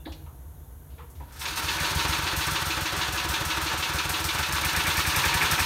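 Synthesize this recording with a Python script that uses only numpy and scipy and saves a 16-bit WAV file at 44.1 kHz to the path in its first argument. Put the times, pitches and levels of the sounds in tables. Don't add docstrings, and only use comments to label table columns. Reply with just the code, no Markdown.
import sys
import numpy as np
from scipy import signal
from scipy.fft import rfft, irfft, next_fast_len
from scipy.io import wavfile
from scipy.ndimage import uniform_filter1d

SR = 44100
rng = np.random.default_rng(int(sys.argv[2]) if len(sys.argv) > 2 else 0)


def store_pcm(level_fs):
    pcm = np.round(np.clip(level_fs, -1, 1) * 32767).astype(np.int16)
    wavfile.write(sys.argv[1], SR, np.atleast_2d(pcm).T)


def invert_db(level):
    return 10 ** (np.asarray(level, dtype=float) / 20)


N = 249165

# (time [s], speed [turns/s])
CRANK_SPEED = [(1.48, 6.72), (1.76, 5.74), (2.0, 7.69), (2.14, 7.15), (2.4, 6.94), (3.24, 6.06),
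               (4.01, 6.3), (4.19, 6.84), (4.41, 6.97), (4.9, 9.93), (5.65, 12.38)]
FIRST_TURN_S, IDLE_TURNS_PER_S = 1.476, 6.5
# (time [s], opening [0-1])
THROTTLE = [
    (1.5, 0),
    (3.5, 0),
    (4.1, 0.44),
    (4.4, 0.58),
    (4.52, 0.68),
    (5.0, 0.97),
    (5.3, 0.99),
    (5.65, 0.99),
]
PRIMED_S, PRIME_LASTS_S = 1.83, 0.4
# (idle level [dB], gain at full throttle [dB], gain while primed [dB], scatter [dB])
PORT_HISS = (-30.5, 6, 2, 1.1)
THUMP = (-25, 4.5, 9.5, .5)
PISTON_CLACK = (-26, -1, 2, 0.1)
FIRING_KNOCK = (-51, 33, -1, 2)
# (time [s], hiss [dB], thump [dB], clack [dB], knock [dB])
ODD_TURNS = [(1.476, -39, -25, -13, 19.5), (1.63, -13, -10, -2, 16), (1.798, -1.5, -7, -3, 28),
             (1.949, -2, 0, -1, -8), (2.222, -30, -3, -1, -5), (2.363, 4, 1.5, 0, -12),
             (2.965, -1, -1.5, 1.5, 11), (3.121, 0.5, -1, 0, -4), (3.613, -2.5, 0, -1, 11),
             (3.773, -0.5, -2, 1, 4), (3.934, -3, 1, 1, -1), (4.385, -3.5, -1.5, 0, -2),
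             (4.647, 1, -1, 0.5, 3), (5.25, -3.5, 0, 0, 1.5), (5.427, -4, -4.5, -1, 1.5)]
# (time [s], level [dB])
SHAKE = [(1.2, -24), (1.27, -23), (1.4, -11.5), (1.46, -2), (1.56, -6), (1.58, 0.5), (1.61, -2), (1.84, -1),
         (2.08, 1), (2.2, 0.5), (4.6, 0.5), (5.46, 1.5), (5.65, 1)]
# (running level [dB], follow [dB per dB of shaking], while primed [dB], at full throttle [dB])
LOOSE_PARTS = (-32, 1.16, -0.5, -2.5)
FAN_AIR = (-34, 1.67, 7.5, 2.9)
BLADE_SWEEP = (-44, .9, -3, -2.5)
# (frequency [Hz], level [dB])
JET_SPECTRUM = [(2000, -35), (4000, -9), (5450, 3.5), (6660, -1.5), (7500, -3), (8300, 1.5), (9200, 1.5),
                (10500, -7.5), (11500, 0), (13100, -2), (15600, -5), (15900, -42)]
# (frequency [Hz], level [dB])
FAN_SPECTRUM = [(1800, 1), (3000, 2.5), (4500, 5.5), (5000, -2), (6500, 1), (7500, -7), (9000, -3),
                (10500, -7), (13000, -6.5), (15600, -10), (15900, -45)]
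# (frequency [Hz], width [Hz], level [dB])
MUFFLER_MODES = [(70, 54, 1.8), (142.7, 10.8, 0.9), (550, 64, 1.9)]
# (frequency [Hz], level [dB])
CLACK_SPECTRUM = [(900, 5.5), (1500, -2.5), (2000, 1.5), (2700, 5), (3500, 3.5), (4400, 3), (5000, -2.5),
                  (6500, -3), (9000, -27), (12000, -42)]
# (frequency [Hz], level [dB])
FIRING_SPECTRUM = [(900, -41), (1400, -1), (1750, 18), (2000, 9), (2350, 18.5), (2900, 0.5), (4000, -36)]
# (frequency [Hz], level [dB])
RATTLE_SPECTRUM = [(71, -33), (120, 1), (157, -4.5), (252, -10.5), (324, -5), (381, -5.5), (668, -9),
                   (941, -2.5), (1070, -2), (1480, 0.5), (1940, -5), (2630, -8.5), (3580, -8.5),
                   (7510, -18), (9000, -30), (11700, -79), (19800, -120)]
# (frequency [Hz], width [Hz], level [dB])
DECK_MODES = [(548, 20, -8), (750, 30, -5), (885, 25, -3), (922, 25, -3), (985, 28, -2), (1160, 45, -6),
              (1300, 25, -5), (1340, 25, -7), (1516, 28, -3), (1690, 28, 0), (1770, 35, -7), (2230, 40, -6),
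              (2395, 40, -6), (2590, 30, -1), (2675, 30, -3), (2822, 30, -4), (3352, 30, -4),
              (3481, 40, -5), (3630, 45, -6), (3900, 60, -8)]
# (time [s], clack [dB], rasp [dB])
PAWLS = [
    (1.322, -70, -47),
    (1.36, -64, -52),
    (1.394, -57, -39),
    (1.403, -44, -50),
    (1.413, -31.5, -45),
    (1.4535, -27, -47),
    (1.559, -45, -33.5),
    (1.5745, -37, -43),
]
# (time [s], level [dB], centre [Hz], spread [octaves], t60 [s])
KNOCKS = [(.001, -66, 2760, 0.059, 0.23), (.001, -66, 3530, .05, .25), (0.053, -46.5, 3700, 0.27, 0.29),
          (0.055, -48.5, 1840, 0.33, 0.099), (0.06, -37.5, 325, 0.63, 0.15), (0.068, -43, 750, 0.64, 0.18),
          (.12, -48.5, 3160, 0.8, 0.12), (.139, -58, 4200, 0.13, 0.11), (.26, -64, 2480, 0.46, .15),
          (.262, -52, 950, .5, 0.31), (.9, -59.5, 2980, 0.7, 0.97), (1.15, -59, 3000, 1.2, 0.37),
          (.29, -68, 920, 0.67, .2), (0.981, -52, 1740, 0.87, 0.29), (0.991, -47.5, 1050, 0.27, 0.21),
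          (0.989, -50, 476, 0.082, 0.096), (1.1, -56.5, 9100, 0.77, 0.17), (1.199, -58, 1980, 0.38, .12),
          (1.202, -46, 920, 0.16, 0.15), (1.204, -48, 503, 0.79, 0.15)]
# (frequency [Hz], width [Hz], level [dB])
BENCH_MODES = [(306, 18, 2), (466, 22, -9), (540, 19, -9), (825, 10, -3), (928, 14, -12), (950, 13, -3),
               (1220, 16, -13), (1740, 22, -9), (2010, 35, -16), (2760, 30, -21), (3480, 120, -17)]
# (frequency [Hz], level [dB])
RUMBLE_SPECTRUM = [(18, -56), (30, -18), (53, -2), (73, 8), (85, -1.5), (108, -12.5), (155, -7), (182, -28),
                   (237, -20.5), (276, -23), (444, -27), (479, -21), (600, -57), (780, -78), (1320, -120)]
# (frequency [Hz], level [dB])
HISS_SPECTRUM = [(350, -24), (600, -4), (788, -4), (856, -11.5), (892, -4), (1220, -10.5), (1520, -11),
                 (2520, -23), (3490, -19), (4850, -27), (6730, -16), (7510, -21.5), (12600, -9.5),
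                 (15700, -18)]


def colour(x, spectrum, modes=(), modes_db=0):
    size = next_fast_len(len(x) + SR // 4)
    hz = np.arange(size // 2 + 1) * SR / size + 1e-9
    at_hz, db = np.transpose(spectrum)
    gain = invert_db(np.interp(np.log(hz), np.log(at_hz), db, left=-120))
    ringing = sum(invert_db(mode_db) * peak(hz, f_hz, width_hz) for f_hz, width_hz, mode_db in modes)
    gain = gain * (1 + invert_db(modes_db) * ringing)
    y = irfft(rfft(x, size) * gain, size)[:len(x)]
    return y / np.sqrt(np.mean(y ** 2))


def peak(hz, centre_hz, width_hz):
    return 1 / (1 + 1j * (hz / centre_hz - centre_hz / hz) * centre_hz / width_hz)


def bursts(times_s, db, rise_s, fall_s):
    t = np.arange(N) / SR
    out = np.zeros(N)
    for at, level_db, rise, fall in np.broadcast(times_s, db, rise_s, fall_s):
        start = int(at * SR)
        age = t[start:int((at + 8 * (fall + rise)) * SR)] - at
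        onset = 1 - np.exp(-np.abs(age) / rise)
        out[start:][:len(age)] += invert_db(level_db) * onset * np.exp(-age / fall)
    return out


def grit(scatter_db):
    return rng.standard_normal(N) * invert_db(scatter_db * rng.exponential(size=N))


def flicker(rate_hz, depth_db):
    k = int(SR / rate_hz)
    held = np.repeat(rng.standard_normal(N // k + 1), k)
    return invert_db(depth_db * uniform_filter1d(held, k)[:N])


def crank():
    t = np.arange(int(FIRST_TURN_S * SR), N) / SR
    turns = np.cumsum(np.interp(t, *np.transpose(CRANK_SPEED))) / SR
    return np.interp(np.arange(int(turns[-1]) + 1), turns, t)


def effort(t):
    throttle = np.interp(t, *np.transpose(THROTTLE))
    prime = np.exp(-np.maximum(t - PRIMED_S, 0) / PRIME_LASTS_S)
    return throttle, prime


def strokes(opens_s):
    settings = np.transpose([PORT_HISS, THUMP, PISTON_CLACK, FIRING_KNOCK])
    idle, opened, primed, scatter = settings[:, :, None]
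    throttle, prime = effort(opens_s)
    uneven = scatter * rng.standard_normal((len(opens_s), len(idle))).T
    db = idle + opened * throttle + primed * prime + uneven
    for at, *change_db in ODD_TURNS:
        db[:, np.argmin(np.abs(opens_s - at))] += change_db
    return db


def running(t):
    shake_db = np.interp(t, *np.transpose(SHAKE), left=-60)
    throttle, prime = effort(t)
    return [db + follow * shake_db + primed * prime + opened * throttle
            for db, follow, primed, opened in (LOOSE_PARTS, FAN_AIR, BLADE_SWEEP)]


def exhaust(opens_s, turn_s, hiss_db, air_db):
    rise_s = 0.0004
    rush = bursts(opens_s, hiss_db - 5.5, rise_s, 0.27 * turn_s + 0.012)
    rush = rush + bursts(opens_s + 0.7 * turn_s, hiss_db - 7.5, 0.003, 0.033)
    stall = np.clip(bursts(opens_s - 0.028, 0, 0.0093, 0.016) * 2.5, 0, 1)
    reopened = np.clip(bursts(opens_s, 6, 0.001, 0.02), 0, 1)
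    flow = np.maximum(1 - 0.57 * stall, reopened)
    pawl_s, _, rasp_db = np.transpose(PAWLS)
    rasp = bursts(pawl_s, rasp_db - 3.5, rise_s, 0.054)
    jet, draught = (flicker(120, 1.2) * grit(1.2) for _ in range(2))
    jet = (rush + rasp) * colour(jet, JET_SPECTRUM)
    draught = invert_db(air_db - 5.5) * colour(draught, FAN_SPECTRUM)
    return flow * (jet + draught)


def muffler(opens_s, turn_s, thump_db):
    push = bursts(opens_s + 0.0104, thump_db + 2.0, 0.0023, 0.0019)
    push = push + bursts(opens_s + 0.02263, thump_db - 5, 0.002, 0.0016)
    transfer_db = thump_db - 1.5 - 2.44 * (1 / turn_s - IDLE_TURNS_PER_S)
    transfer_s = opens_s + 0.75 * turn_s
    push = push + bursts(transfer_s, transfer_db, 0.00076, 0.00075)
    push = push - bursts(transfer_s + 0.00403, transfer_db - 4, 0.0012, 0.0014)
    size = next_fast_len(N + SR)
    hz = np.arange(size // 2 + 1) * SR / size + 1e-9
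    mouth = (1j * hz) ** 2 / (55 + 1j * hz) / (40 + 1j * hz)
    body = sum(invert_db(db) * peak(hz, f_hz, width_hz) for f_hz, width_hz, db in MUFFLER_MODES)
    return -8 * irfft(rfft(push, size) * mouth * body, size)[:N]


def metalwork(opens_s, turn_s, clack_db, firing_db, rattle_db):
    slap = bursts(opens_s + 0.3 * turn_s, clack_db, 0.0036, 0.034)
    slap = slap + bursts(opens_s + 0.744 * turn_s, clack_db - 10.5, 0.0071, 0.017)
    pawl_s, pawl_db, _ = np.transpose(PAWLS)
    slap = slap + bursts(pawl_s, pawl_db - 3, 0.00077, 0.023)
    knock = bursts(opens_s - 0.015, firing_db - 2.5, 0.005, 0.0094)
    knock = knock + bursts(opens_s + 0.006, firing_db - 8, 0.001, 0.008)
    slap, knock, loose = slap * grit(1.6), knock * grit(2.5), grit(2)
    jolt = 1 + bursts(opens_s - 0.012, firing_db + 30, 0.02, 0.38 * turn_s)
    jolt = jolt + bursts(opens_s + 0.73 * turn_s, 0, 0.0031, 0.097 * turn_s)
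    shake = invert_db(rattle_db - 1.5) * jolt * flicker(70, 1.76) * flicker(11, 0.17)
    slap = colour(slap, CLACK_SPECTRUM, DECK_MODES, 5) * np.sqrt(np.mean(slap ** 2))
    knock = colour(knock, FIRING_SPECTRUM, DECK_MODES, 1.4) * np.sqrt(np.mean(knock ** 2))
    return slap + knock + shake * colour(loose, RATTLE_SPECTRUM, DECK_MODES, 3)


def blade(opens_s, turn_s, sweep_db):
    passes = sum(bursts(opens_s + tip * turn_s, 0, 0.08 * turn_s, 0.08 * turn_s) for tip in (0.27, 0.77))
    ring_hz = 322 * flicker(30, 0.15)
    ring = np.sin(2 * np.pi * np.cumsum(ring_hz) / SR)
    return invert_db(sweep_db + 20.5) * passes * flicker(20, 1.5) * ring


def knocks():
    out = np.zeros(N)
    size = SR * 2
    around = np.linspace(-4, 4, num=17)
    for at, db, hz, octaves, t60_s in KNOCKS:
        envelope = bursts(at, 0, 0.002, t60_s / np.log(1000))[:size]
        blow = rng.standard_normal(size) * envelope
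        spectrum = np.transpose([hz * 2 ** (octaves * around), -6 * around ** 2])
        out[:size] += invert_db(db - 19.5) * colour(blow, spectrum, BENCH_MODES, 5.1)
    return out


def room(near):
    t60_s, gap_s, level_db = 0.6, 0.005, -10.5
    age = np.arange(SR // 2) / SR
    walls = rng.standard_normal(SR // 2) * np.exp(-np.log(1000) * age / t60_s) * (age > gap_s)
    walls = colour(walls, [(60, -31), (300, 5.5), (5000, -1.5), (16000, -1.5)]) / np.sqrt(SR // 2)
    return invert_db(level_db) * signal.fftconvolve(near, walls)[:N]


def garage(t):
    rumble_db, hiss_db = -42, -57
    duck_db, duck_from_s, duck_takes_s = -3, 1.65, 0.27
    rumble = invert_db(rumble_db) * colour(rng.standard_normal(N), RUMBLE_SPECTRUM)
    hiss = invert_db(hiss_db) * colour(rng.standard_normal(N), HISS_SPECTRUM)
    return (rumble + hiss) * invert_db(duck_db * np.clip((t - duck_from_s) / duck_takes_s, 0, 1))


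def scene():
    t = np.arange(N) / SR
    opens_s = crank()
    turn_s = np.diff(opens_s, append=2 * opens_s[-1] - opens_s[-2])
    hiss_db, thump_db, clack_db, firing_db = strokes(opens_s)
    rattle_db, air_db, sweep_db = running(t)
    near = exhaust(opens_s, turn_s, hiss_db, air_db)
    near = near + metalwork(opens_s, turn_s, clack_db, firing_db, rattle_db)
    near = near + knocks()
    lows = muffler(opens_s, turn_s, thump_db) + blade(opens_s, turn_s, sweep_db)
    return (near + room(near) + lows + garage(t))[None]


def band_limit(x):
    return signal.sosfilt(signal.butter(12, 16450, fs=SR, output="sos"), x)


def record(dry):
    top = signal.ellip(8, 0.2, 70, 15850, fs=SR, output="sos")
    mix = signal.sosfilt(top, dry)
    return band_limit(mix)


dry = scene()
out = record(dry)
store_pcm(out)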